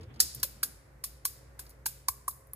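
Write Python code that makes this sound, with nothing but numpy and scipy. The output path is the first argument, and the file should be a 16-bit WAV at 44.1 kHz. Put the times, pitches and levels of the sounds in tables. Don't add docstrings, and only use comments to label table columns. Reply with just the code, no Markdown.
import sys
import numpy as np
from scipy import signal
from scipy.fft import rfft, irfft
from scipy.io import wavfile
from scipy.ndimage import uniform_filter1d

SR = 44100
rng = np.random.default_rng(int(sys.argv[2]) if len(sys.argv) > 2 else 0)


def generate_wav(sig):
    pcm = np.round(np.clip(np.atleast_2d(sig).T, -1, 1) * 32767).astype(np.int16)
    wavfile.write(sys.argv[1], SR, pcm)


def elevation(decibels):
    levels = np.asarray(decibels, float)
    return 10 ** (levels / 20)


N = 112455

# (time [s], peak level [dB], rise [ms], burst length [ms], brightness [dB per octave])
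KNOCKS = [
    (0.2014, -4, 0.18, 5.3, -2),
    (0.4299, -11.5, 0.11, 7.3, -2.8),
    (.63, -11.5, 0.63, 6.3, -2.8),
    (1.038, -23, 0.46, 2.83, -1.4),
    (1.2516, -9.5, 0.75, 1.5, 1),
    (1.5914, -29.5, 0.84, 1.98, -5.5),
    (1.8587, -16, 3.2, 3.2, 3),
    (2.0837, -5, 0.59, 3.07, 3),
    (2.279, -17, 0.66, 4.8, 6.5),
    (2.5335, -32.5, 0.16, 2.8, 8),
]
CREAK_MS = 5


def at(table, hz):
    t = np.array(table, float)
    return np.interp(np.log(hz + 1), np.log(t[:, 0]), t[:, 1])


def unit(x):
    return x / np.sqrt(np.mean(x ** 2))


def colour(x, table):
    cepstrum = irfft(at(table, np.linspace(0, SR / 2, 513)) * np.log(10) / 20)
    cepstrum[1:512] *= 2
    cepstrum[513:] = 0
    response = irfft(np.exp(rfft(cepstrum)))
    return signal.fftconvolve(x, response[None], axes=-1)[..., :x.shape[-1]]


def ring(hz, t60, count=2048):
    t = np.arange(count) / SR
    return np.sin(2 * np.pi * hz * t) * elevation(-60 * t / t60)


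def walk(rate):
    k = int(SR / rate)
    steps = np.repeat(rng.standard_normal(N // k + 1), k)
    return 1.6 * uniform_filter1d(uniform_filter1d(steps, k), k)[:N]


def dull(x):
    echo_top_hz = 14500
    return signal.sosfilt(signal.ellip(6, .5, 40, echo_top_hz, fs=SR, output="sos"), x)


def firm(x):
    floor_hz = 780
    return signal.sosfilt(signal.butter(4, floor_hz, "high", fs=SR, output="sos"), x)


def add(track, s, x):
    i = int(s * SR)
    track[..., i:i + x.shape[-1]] += x[..., :N - i]


def fractures(rise_ms, ms, tilt_db, chance):
    # (frequency [Hz], level [dB])
    shell = [(500, -33), (3200, -19.5), (4900, -0.3), (6200, -6), (8300, -1), (11500, 4), (13500, 4.5),
             (16000, -10)]
    # (frequency [Hz], level [dB], t60 [s])
    shell_modes = [(4900, -8, .005), (6560, -8, .005), (10200, -8, .004), (13600, -8, .003)]
    fractures_per_s, size_spread_db = 18000, 3.2
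    creak_db, creak_growth_ms = -20, 1.1
    crest = 2.6

    t = np.arange(chance.shape[1]) / SR * 1000 - CREAK_MS
    creak = elevation(creak_db) * np.exp(-np.abs(t) / creak_growth_ms)
    t = np.maximum(t, 0)
    shape = creak + (1 - np.exp(-t / rise_ms)) ** 2 * np.exp(-(t / ms) ** 1.1)

    happens = chance[0] < fractures_per_s / SR
    direction = np.sign(chance[1] - .5)
    size = elevation(-size_spread_db * np.log(chance[2]))
    clicks = shape * happens * direction * size

    body = np.zeros(2048)
    for (hz, db, t60), c in zip(shell_modes, chance[1]):
        body += elevation(db) * .3 * ring(hz * (.94 + .12 * c), t60)
    body[0] += 1
    cracking = signal.fftconvolve(clicks, body)[:len(t)]
    even = 1. * (np.arange(len(t)) == np.argmax(shape))

    tilted = [(hz, db + tilt_db * np.log2(hz / 4000)) for hz, db in shell]
    cracking, even = colour(np.array([cracking, even]), tilted)
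    even = even * cracking.std() / even.std()
    rms = np.sqrt(np.sum(cracking ** 2) / np.sum((shape / shape.max()) ** 2))
    return np.array([cracking, even]) / (crest * rms)


def cracks():
    # (level at 2.4 kHz [dB], at 5 kHz [dB], at 11.5 kHz [dB], at 15.5 kHz [dB], echo [dB])
    tones = [(-0.5, -1.5, -6, -4.5, 7), (6.5, -4.5, -1.5, 6, 1), (3.5, -5.5, 1.5, -1, -1),
             (9.5, -2.5, 0, 2, 10), (8.5, -3, -4, 2.5, 4.5), (5.5, -7.5, -0.5, 6, 9),
             (15.5, -4, -5.5, -1, 7.5), (4.5, -5.5, -6, -2.5, -2.5), (7, -6.5, -3.5, -5, 7),
             (11, 4, 14, 5.5, -5)]
    tone_hz = 2400, 5000, 11500, 15500
    # (time [s], level [dB], burst length [ms], brightness [dB per octave])
    flakes = [(.008, -48, 6., -11), (0.031, -38.5, 4.2, -14.5), (0.139, -47.5, 9.2, -13),
              (.158, -42.5, 7, -14.5), (0.1962, -30.5, 0.55, -12), (0.3461, -26.5, 3.6, 4.5),
              (0.397, -38.5, 6.1, -5), (1.653, -48, 1.5, 6), (1.664, -45, 3.06, -11), (1.6935, -42, 2.6, 2),
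              (1.702, -42, 2.1, 5), (1.7074, -49, 3., -6.5), (2.3101, -41, 2.3, -11),
              (2.47, -47.5, 1.4, 12)]
    flake_rise_ms = .8

    out = np.zeros((2, N))
    chances = rng.random((len(KNOCKS), 3, 2048))
    for (s, db, *form), (*tone_db, echo_db), chance in zip(KNOCKS, tones, chances):
        low = list(zip(tone_hz[:2], tone_db[:2]))
        high = list(zip(tone_hz[2:], tone_db[2:]))
        tone = [(tone_hz[0] / 2, 0), *low, (8000, 0), *high]
        burst = colour(fractures(*form, chance), tone)
        add(out, s - CREAK_MS / 1000, elevation(db) * burst * elevation(np.array([[0], [echo_db]])))
    for (s, db, *form), chance in zip(flakes, rng.random((len(flakes), 3, 2048))):
        add(out, s - CREAK_MS / 1000, elevation(db) * fractures(flake_rise_ms, *form, chance))
    return firm(out)


def eggs():
    # (low pitch [Hz], level [dB], high pitch [Hz], level [dB])
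    egg_notes = [(1280, -61.5, 1800, -25), (1067, -36.5, 1560, -35), (1050, -64, 1620, -28),
                 (1110, -42, 1940, -40.5), (1126, -29, 1390, -32), (1013, -51, 1530, -48.5),
                 (945, -29.5, 1600, -28), (1060, -23, 1650, -26.5), (1053, -26.5, 1100, -35),
                 (1100, -63, 1200, -54)]
    note_late_s, note_rise_ms, contact_ms = .0004, .8, 2.5

    thud = elevation(-6) * ring(2250, .012)
    broad_knock = elevation(-4) * ring(1460, .012)
    out = np.zeros(N)
    t = np.arange(256) / SR * 1000
    roughness = rng.standard_normal((len(egg_notes), len(t)))
    for knock, (hz, db, high_hz, high_db), rough in zip(KNOCKS, egg_notes, roughness):
        low = elevation(db) * ring(hz, .018)
        high = elevation(high_db) * (ring(high_hz, .013) + thud + broad_knock)
        body = low + high
        body *= 1 - np.exp(-np.arange(len(body)) / SR * 1000 / note_rise_ms)
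        push = rough * np.exp(-t / contact_ms) * 0.27
        push[0] += 1
        add(out, knock[0] + note_late_s, signal.fftconvolve(body, push))
    return firm(out)


def pair(likeness, count):
    alike_from_hz, alike_by_hz, treble_likeness = 6000, 11000, .96
    hz = np.linspace(0, SR / 2, count // 2 + 1)
    shared = np.interp(hz, [alike_from_hz, alike_by_hz], [likeness, treble_likeness])
    n = rfft(rng.standard_normal((3, count)))
    return irfft(np.sqrt(shared) * n[0] + np.sqrt(1 - shared) * n[1:], count)


def kitchen():
    # (frequency [Hz], t60 [s])
    room_t60 = [(300, 0.63), (1500, 1), (5000, 0.6), (10000, 0.42), (14300, 0.3), (16500, 0.3)]
    sink_t60_s, sink_db, sink_likeness = .04, -26, .4
    counter_t60_s, counter_db, counter_likeness = .11, -30, .45
    room_db, room_rise_ms, room_likeness = -44, 0.57, .3

    t = np.arange(SR) / SR
    sink = pair(sink_likeness, SR) * elevation(sink_db - 60 * t / sink_t60_s) * np.minimum(t / 0.0007, 1)
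    counter = pair(counter_likeness, SR) * elevation(counter_db - 60 * t / counter_t60_s)
    f, frames, z = signal.stft(pair(room_likeness, SR), SR, nperseg=256)
    fade = elevation(-60 * frames / at(room_t60, f)[:, None])
    room = signal.istft(z * fade, SR)[1][:, :SR]
    rise = 1 - np.exp(-t * 1000 / room_rise_ms)
    return dull(sink + (counter + elevation(room_db) * room) * rise)


def heard(direct, spread, echoes, late_s):
    x = direct + signal.fftconvolve(spread[None], echoes, axes=-1)[:, :N]
    left = np.pad(x[0], (int(round(late_s * SR)), 0))[:N]
    return np.array([left, x[1]])


def plops():
    # (time [s], pitch [Hz], level [dB], length [ms], glide [share of pitch])
    bumps = [(.025, 88, -44, 60, -0.038), (0.082, 104, -40.5, 24, -.2), (0.017, 210, -53, 40, .1),
             (.012, 444, -49, 26, 0.11), (.14, 134, -47, 50, 0), (0.181, 340, -61, 43, 0.2),
             (0.27, 68, -51, 210, -0.14), (0.38, 128, -44.5, 55, -0.029), (0.428, 82, -43.5, 21, -0.022),
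             (0.45, 547, -48, 12, -0.022), (1.864, 330, -53, 12, 0), (2.102, 77, -45.5, 20, 0),
             (2.286, 330, -60, 15, 0), (0.046, 332, -56, 46, 0.13), (0.038, 500, -57.5, 74, 0.12),
             (0.21, 420, -66, 43, 0), (2.509, 132, -56.5, 34, 0)]
    # (time [s], pitch [Hz], level [dB], length [ms], glide [share of pitch])
    drips = [
        (1.292, 1150, -66, 18, .02),
        (2.104, 1000, -59, 12, -.04),
        (2.128, 1150, -59, 22, .03),
        (2.298, 1010, -57, 14, 0),
        (2.324, 1120, -62, 16, .04),
    ]
    t = np.arange(N) / SR
    out = np.zeros(N)
    for s, hz, db, ms, glide in bumps + drips:
        swell = np.exp(-(2000 * (t - s) / ms) ** 2)
        bend = 1 + glide * np.clip(500 * (t - s) / ms, -1, 1)
        out += elevation(db) * swell * np.sin(2 * np.pi * hz * (t - s) * bend)
    return out


def wide(table, hz):
    n = rng.standard_normal((2, N))
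    side = signal.sosfilt(signal.butter(1, hz, "high", fs=SR, output="sos"), n[1])
    return unit(dull(colour(np.array([n[0] + side, n[0] - side]), table)))


def rumble():
    # (frequency [Hz], level [dB per Hz])
    rumble_tone = [(35, -12.5), (70, 2), (130, 0.5), (250, -0.5), (520, -8.5), (750, -16.5), (3500, -23.5),
                   (7000, -80.5)]
    # (time [s], level [dB])
    shifting = [
        (0, -47),
        (.08, -57.5),
        (.11, -53),
        (.19, -51.5),
        (.3, -65.5),
        (.38, -61),
        (.46, -63),
        (.68, -61),
        (0.762, -83.5),
    ]
    lumps_db = 3
    s, db = np.array(shifting).T
    level = np.interp(np.arange(N) / SR, s, db, right=-90)
    return elevation(level + lumps_db * walk(40)) * wide(rumble_tone, 640.0)


def fridge():
    # (pitch [Hz], level [dB], width [Hz])
    hum = [(58, -54.5, 4.3), (130.4, -61, 3.3), (90, -80, 48), (539, -70, 7.1), (434, -74.5, 24)]
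    out = np.zeros(N)
    for hz, db, width_hz in hum:
        level = elevation(db - 1 + 1.9 * walk(16))
        out += level * np.sin(2 * np.pi * np.cumsum(hz + 0.72 * width_hz * walk(36)) / SR)
    return out


def hiss():
    # (frequency [Hz], level [dB per Hz])
    hiss_tone = [(30, -33), (60, 11.5), (200, -7.5), (500, -8), (800, -14.5), (2000, -17.5), (3200, -35.5),
                 (14000, -32.5)]
    hiss_db, wide_hz = -61.5, 463
    return elevation(hiss_db + 1.4 * walk(4.6)) * wide(hiss_tone, wide_hz)


def scene():
    echoes = kitchen()
    shell_late_s, note_late_s, note_echo_db = 13 / SR, 5 / SR, -12
    direct, spread = cracks()
    shells = heard(direct, spread, echoes, shell_late_s)
    dull_notes = eggs()
    bodies = heard(dull_notes, elevation(note_echo_db) * dull_notes, echoes, note_late_s)
    return shells + bodies + plops() + rumble() + fridge() + hiss()


def band_limit(x):
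    return signal.sosfilt(signal.butter(12, 17140, fs=SR, output="sos"), x)


def record(dry):
    notch_hz, notch_width_hz, top_hz = 11900, 900, 15900
    x = signal.lfilter(*signal.iirnotch(notch_hz, notch_hz / notch_width_hz, SR), dry)
    x = .75 * np.tanh(x / .75)
    x = signal.sosfilt(signal.ellip(8, .5, 80, top_hz, fs=SR, output="sos"), x)
    return band_limit(x)


dry = scene()
out = record(dry)
generate_wav(out)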